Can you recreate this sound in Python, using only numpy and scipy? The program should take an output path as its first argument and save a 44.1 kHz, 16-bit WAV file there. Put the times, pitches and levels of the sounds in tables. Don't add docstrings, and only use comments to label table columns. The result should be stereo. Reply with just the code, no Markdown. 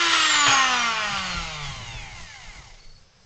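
import sys
import numpy as np
from scipy import signal
from scipy.fft import rfft, irfft, next_fast_len
from scipy.io import wavfile
from scipy.ndimage import uniform_filter1d

SR = 44100
rng = np.random.default_rng(int(sys.argv[2]) if len(sys.argv) > 2 else 0)


def level_to_linear(level):
    exponent = np.asarray(level, float) / 20
    return 10 ** exponent


def store_wav(level_fs):
    pcm = np.round(np.clip(np.atleast_2d(level_fs), -1, 1) * 32767)
    wavfile.write(sys.argv[1], SR, pcm.T.astype(np.int16))


N = 143325
LANDS_S = 0.463

# t/s, f/Hz
SHAFT_SPEED = [(0, 345), (.25, 312.2), (.45, 286.3), (.55, 272.7), (.75, 247), (.95, 221.2), (1.05, 208.7),
               (1.25, 185.4), (1.5, 158.2), (1.75, 131.2), (2, 104.7), (2.4, 62.6), (2.6, 41.4), (2.8, 20),
               (2.95, 6)]
# t/s, housing level/dB, rattle over shaft orders/dB, imbalance hum/dB
COAST_LEVELS = [(0, -18.5, 5.5, -39), (.35, -17.5, 2, -42.5), (.375, -19.5, 1.5, -36.5),
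                (.455, -17.5, -6.5, -38), (.47, -18.5, 7, -36), (.6, -18, -3.5, -42), (.85, -22, -2.5, -43),
                (.96, -24.5, -2.5, -51), (1.1, -25.5, 2.5, -44), (1.35, -29, 3, -43.5),
                (1.55, -33.5, 1, -42), (1.7, -34, 3.5, -36), (1.74, -37.5, 3, -45.5),
                (2.1, -41.5, 0.5, -59), (2.3, -42.5, 24, -80), (2.55, -44.5, 10.5, -84),
                (2.8, -52, 13.5, -94), (2.92, -62, 10, -98)]
# t/s, commutator whine/dB, fourth slot harmonic/dB, other slot tones/dB
MOTOR_LEVELS = [(0, -48, -55, -43), (.15, -35, -55, -44), (.25, -26, -55, -45), (.45, -22, -55, -51),
                (.55, -25, -55, -50), (.65, -31, -55, -45), (.75, -37, -55, -40), (.85, -35, -53, -40),
                (1.05, -38, -47, -40), (1.15, -43, -51, -42), (1.65, -42, -47, -49), (1.77, -48, -47, -52),
                (1.95, -47, -48, -54), (2.12, -49, -55, -55), (2.35, -55, -49, -53), (2.5, -66, -60, -55),
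                (2.68, -57, -62, -62), (2.8, -85, -80, -85)]
# multiple of slot rate, level/dB
SLOT_HARMONICS = [(1, -10), (1.5, -4), (2, -7), (5, -5), (6, -6), (7, -11), (8, -15)]
# f/Hz, width/Hz, in the hand/dB, on the bench/dB, when slow/dB
HOUSING_MODES = [(838, 99, -10.5, -3.5, 0), (1046, 29.6, 6.5, 5, 3), (1385, 69.5, 2, 1.5, -12),
                 (1852, 65, 4.5, 1.5, -31), (2110, 143, -4, -9.5, 3), (2362, 90, 1.5, 3.5, 1.5),
                 (2938, 490, -1.5, -2, -3), (3715, 387, 1.5, -3.5, 0.5), (4650, 49, -21.5, -29.5, -12),
                 (5223, 100, -7, -23, -10), (6633, 760, 1.5, -2, 8), (7480, 100, -15, -10, -7.5),
                 (1208, 150, -9.5, -3.5, -19), (3425, 36, 0.5, -19, -28)]
# f/Hz, level/dB
SHELL_RADIATION = [(200, -16), (500, -7), (800, -4.5), (1500, 0), (3000, -2), (5000, 2), (7500, -13.5)]
# t/s, peak level/dB
HOUSING_TAPS = [(.4655, -6), (.4815, -5), (.489, -11), (.4975, -5), (.502, -10), (.511, -10), (.523, -10),
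                (.711, -12), (1.345, -26), (1.663, -30), (1.985, -30)]
# t/s, level/dB, f/Hz, t60/s
BENCH_THUMPS = [(0.098, -44, 61, 0.22), (0.372, -45, 210, 0.087), (0.48, -23, 128, 0.11),
                (1.192, -37.5, 81, 0.14), (1.1, -35, 135, 0.3), (1.345, -27.5, 143, 0.098),
                (1.362, -30, 71, 0.27), (1.35, -30.5, 37, 0.76), (1.43, -42, 25, 0.25),
                (1.8, -30.5, 112, 0.19), (1.62, -30.5, 25, .4), (2.7, -37, 28, 0.44),
                (1.82, -34, 105, 0.24), (1.4, -39.5, 30, 0.33), (2.85, -44.5, 21, .6),
                (1.939, -27.5, 120, 0.12), (1.951, -30, 38, .4), (2.471, -32, 31, 0.18),
                (2.549, -35.5, 48, 0.26), (2.85, -40.5, 19.3, 0.81), (3.4, -46.5, 89, .2),
                (2.585, -35, 130, 0.098)]
# t/s, level/dB
VISE_SWIVEL = [(0, -51.5), (.55, -49), (.95, -55.5), (1.1, -47), (1.3, -44.5), (1.45, -43.5), (1.57, -46),
               (1.7, -38), (2.0, -40), (2.25, -46.5), (2.37, -52.5), (2.5, -44.5), (2.6, -48),
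               (2.73, -58.5), (3.1, -55.5), (3.25, -53)]
# f/Hz, level/dB
RUMBLE_COLOUR = [(20, -4), (45, -8), (100, -7.5), (170, -14), (260, -30), (500, -35)]
CHIRP_STARTS = [2.787, 2.835, 2.889, 2.948]
# t into the chirp/s, length/s, level/dB, f offset/Hz
CHIRP_SYLLABLES = [
    (0, 0.012, -6, 90),
    (0.01, 0.017, 0, -20),
    (0.025, .024, -5, 62),
]
# f/Hz, level/dB
ROOM_TONE = [(100, -2.5), (200, -18), (300, -33.5), (400, -13), (1000, -18), (3200, -21.5), (6300, -20),
             (8000, -60)]
# f/Hz, left minus right/dB
PORT_BALANCE = [(60, 0), (1000, 0), (1600, 2), (2400, 4), (4000, 0), (6000, -1), (7400, -8)]


def tool():
    t = np.arange(N) / SR
    speed = uniform_filter1d(curve(SHAFT_SPEED, column=1), SR // 20, mode="nearest")
    turn = np.cumsum(speed) / SR
    running = np.clip((2.95 - t) / 0.039, 0, 1)
    body = shell(turn) * level_to_linear(curve(COAST_LEVELS, column=1))
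    return (body + motor(turn) + imbalance(turn)) * running


def shell(turn):
    orders = np.arange(2, 31)
    order_db = -3 * np.log2(orders) - 8 * (orders == 2)
    lines = tones(orders, order_db, turn, wander_db=3.5)
    gate = 1 + 0.38 * np.cos(2 * np.pi * turn)
    flicker = level_to_linear(1 * walk(59.94)[0])
    rattle = rng.standard_normal(N) * gate * flicker
    share = level_to_linear(curve(COAST_LEVELS, column=2))
    return (steady(housing(lines)) + share * steady(housing(rattle))) / np.sqrt(1 + share ** 2)


def motor(turn):
    bars, slots, fourth_slot = 24, 8, 32
    multiple, db = np.array(SLOT_HARMONICS).T
    slot_orders = slots * np.round(2 * multiple) / 2
    slot_tones = level_to_linear(curve(MOTOR_LEVELS, column=3)) * tones(slot_orders, db, turn, wander_db=7.5)
    whine = level_to_linear(curve(MOTOR_LEVELS, column=1)) * tones([bars], [0], turn, wander_db=2.5)
    slot_line = level_to_linear(curve(MOTOR_LEVELS, column=2)) * tones([fourth_slot], [0], turn, wander_db=2.5)
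    return whine + slot_line + ring(slot_tones, column=4)


def imbalance(turn):
    t = np.arange(N) / SR
    hum = level_to_linear(curve(COAST_LEVELS, column=3)) * tones([1], [0], turn, wander_db=1.5)
    from_s, to_s, fade_s = 0.52, 1.25, 0.05
    cage_window = np.clip(np.minimum(t - from_s, to_s - t) / fade_s, 0, 1)
    return hum + level_to_linear(-54) * cage_window * tones([0.735], [0], turn, wander_db=2.0)


def tones(orders, db, turn, wander_db):
    k = np.array(orders)[:, None]
    start = rng.standard_normal((len(k), 1))
    size = level_to_linear(np.array(db)[:, None] + wander_db * walk(14, count=len(k)))
    return np.sqrt(2) * np.sum(size * np.sin(2 * np.pi * (k * turn + start)), axis=0)


def housing(x):
    t = np.arange(N) / SR
    down = np.clip((t - LANDS_S) * 200, 0, 1)
    slow = np.clip((t - 1.01) / 1, 0, 1)
    in_hand, on_bench, slowing = ring(x, column=2), ring(x, column=3), ring(x, column=4)
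    return (1 - down) * in_hand + (down - slow) * on_bench + slow * slowing


def ring(x, column):
    def response(f):
        total = level_to_linear(-12)
        for k, row in enumerate(HOUSING_MODES):
            centre_hz, width_hz = row[0], row[1]
            mode = level_to_linear(row[column]) / (1 + 2j * (f - centre_hz) / width_hz)
            total = total + (-1) ** k * mode
        return colour(SHELL_RADIATION, f) * total
    return shape(x, response)


def taps():
    hits = np.zeros(N)
    for s, db in HOUSING_TAPS:
        hits[int(s * SR)] = level_to_linear(db)
    knock = ring(hits, column=3)
    knock = knock * np.max(hits) / np.max(np.abs(knock))
    u = np.arange(N) / SR - HOUSING_TAPS[0][0]
    fade = (u > 0) * np.exp(-np.maximum(u, 0) / 0.098)
    chatter = unit(ring(rng.standard_normal(N), column=3)) * level_to_linear(-17) * fade
    return knock + chatter


def bench():
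    t = np.arange(N) / SR
    noise = rng.standard_normal((2, N))
    grit = unit(shape(noise[0], lambda f: 1 / (1 + (f / 450) ** 2)))
    rumble = unit(shape(noise[1], lambda f: colour(RUMBLE_COLOUR, f)))
    out = level_to_linear(curve(VISE_SWIVEL, column=1) + 2.75 * walk(24.94)[0]) * rumble
    rise_s, grit_db, gritty_hz = 0.004, -7, 125
    for s, db, hz, t60 in BENCH_THUMPS:
        u = np.maximum(t - s, 0)
        fade = (1 - np.exp(-u / rise_s)) * np.exp(-np.log(1000) * u / t60)
        grit_gain = level_to_linear(grit_db) * (hz / gritty_hz) ** 2
        out = out + level_to_linear(db) * fade * (np.sin(2 * np.pi * hz * u) + grit_gain * fade * grit)
    return out + level_to_linear(-19) * np.roll(out, SR // 50) * np.array([[1], [-1]])


def cricket():
    t = np.arange(N) / SR
    out = 0
    pitch_hz, level_db = 4400, -49
    for start in CHIRP_STARTS:
        for s, length, db, off_hz in CHIRP_SYLLABLES:
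            u = np.clip((t - start - s) / length, 0, 1)
            swell = level_to_linear(level_db + db) * np.sin(np.pi * u)
            out = out + swell * np.sin(2 * np.pi * (pitch_hz + off_hz) * t)
    return out


def shop():
    noise = rng.standard_normal((4, N))
    air = shape(noise[:2], lambda f: colour(ROOM_TONE, f) * (f > 100))
    centre_hz, width_hz = 5050, 420
    chorus = shape(noise[2:], lambda f: np.exp(-((f - centre_hz) / width_hz) ** 2))
    mid, side = level_to_linear(-60) * unit(air) + level_to_linear(-68 + 2.0 * walk(30)) * unit(chorus)
    return mid + level_to_linear(-0.5) * side * np.array([[1], [-1]])


def shape(x, response):
    size = next_fast_len(N + SR // 2)
    f = np.arange(size // 2 + 1) * SR / size + 1
    return irfft(rfft(x, size) * response(f), size)[..., :N]


def colour(table, f):
    hz, db = np.array(table, float).T
    return level_to_linear(np.interp(np.log(f), np.log(hz + 1), db))


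def unit(x):
    return x / np.sqrt(np.mean(x ** 2))


def steady(x):
    return x / np.sqrt(uniform_filter1d(x ** 2, SR // 6, mode="reflect"))


def walk(rate, count=1):
    k = int(SR / rate)
    steps = np.repeat(rng.standard_normal((count, N // 400 + 2)), k, axis=1)[:, :N]
    return 1.29 * uniform_filter1d(uniform_filter1d(steps, k), k)


def curve(table, column):
    rows = np.array(table, float)
    return np.interp(np.arange(N) / SR, rows[:, 0], rows[:, column])


def at_ports(near):
    side = np.array([[0.5], [-0.5]])
    lag_s = 6.8e-5
    return shape(near, lambda f: colour(PORT_BALANCE, f) ** side * np.exp(-2j * np.pi * f * lag_s * side))


def room(near):
    t60_s, delay_s = 0.16, 0.003
    u = np.arange(SR // 2) / SR
    tail = rng.standard_normal((2, len(u))) * np.exp(-np.log(1000) * u / t60_s) * (u > delay_s)
    tail = tail / np.sqrt(np.sum(tail ** 2) / 2)
    tail = shape(np.pad(tail, ((0, 0), (0, N))), lambda f: f / (f + 400))
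    return level_to_linear(-4) * signal.fftconvolve(near[None], tail[:, :len(u)], axes=1)[:, :N]


def scene():
    near = tool() + taps()
    left_right = level_to_linear(np.array([[1.0], [-1.0]]))
    return at_ports(near) + room(near) + bench() + cricket() * left_right + shop()


def low_pass(x):
    return signal.sosfilt(signal.butter(12, 9040, fs=SR, output="sos"), x)


def record(dry):
    rate_hz, top_hz = 16000, 9100
    kept = shape(dry, lambda f: 1 / np.sqrt(1 + (f / 7800) ** 60))
    top = shape(dry, lambda f: (f < top_hz) / np.sqrt(1 + (7750 / f) ** 50))
    mirror = 2 * top * np.cos(2 * np.pi * rate_hz * np.arange(N) / SR)
    mix = shape(kept + level_to_linear(-9) * mirror, lambda f: 1.0 * (f < top_hz))
    return low_pass(mix)


dry = scene()
out = record(dry)
store_wav(out)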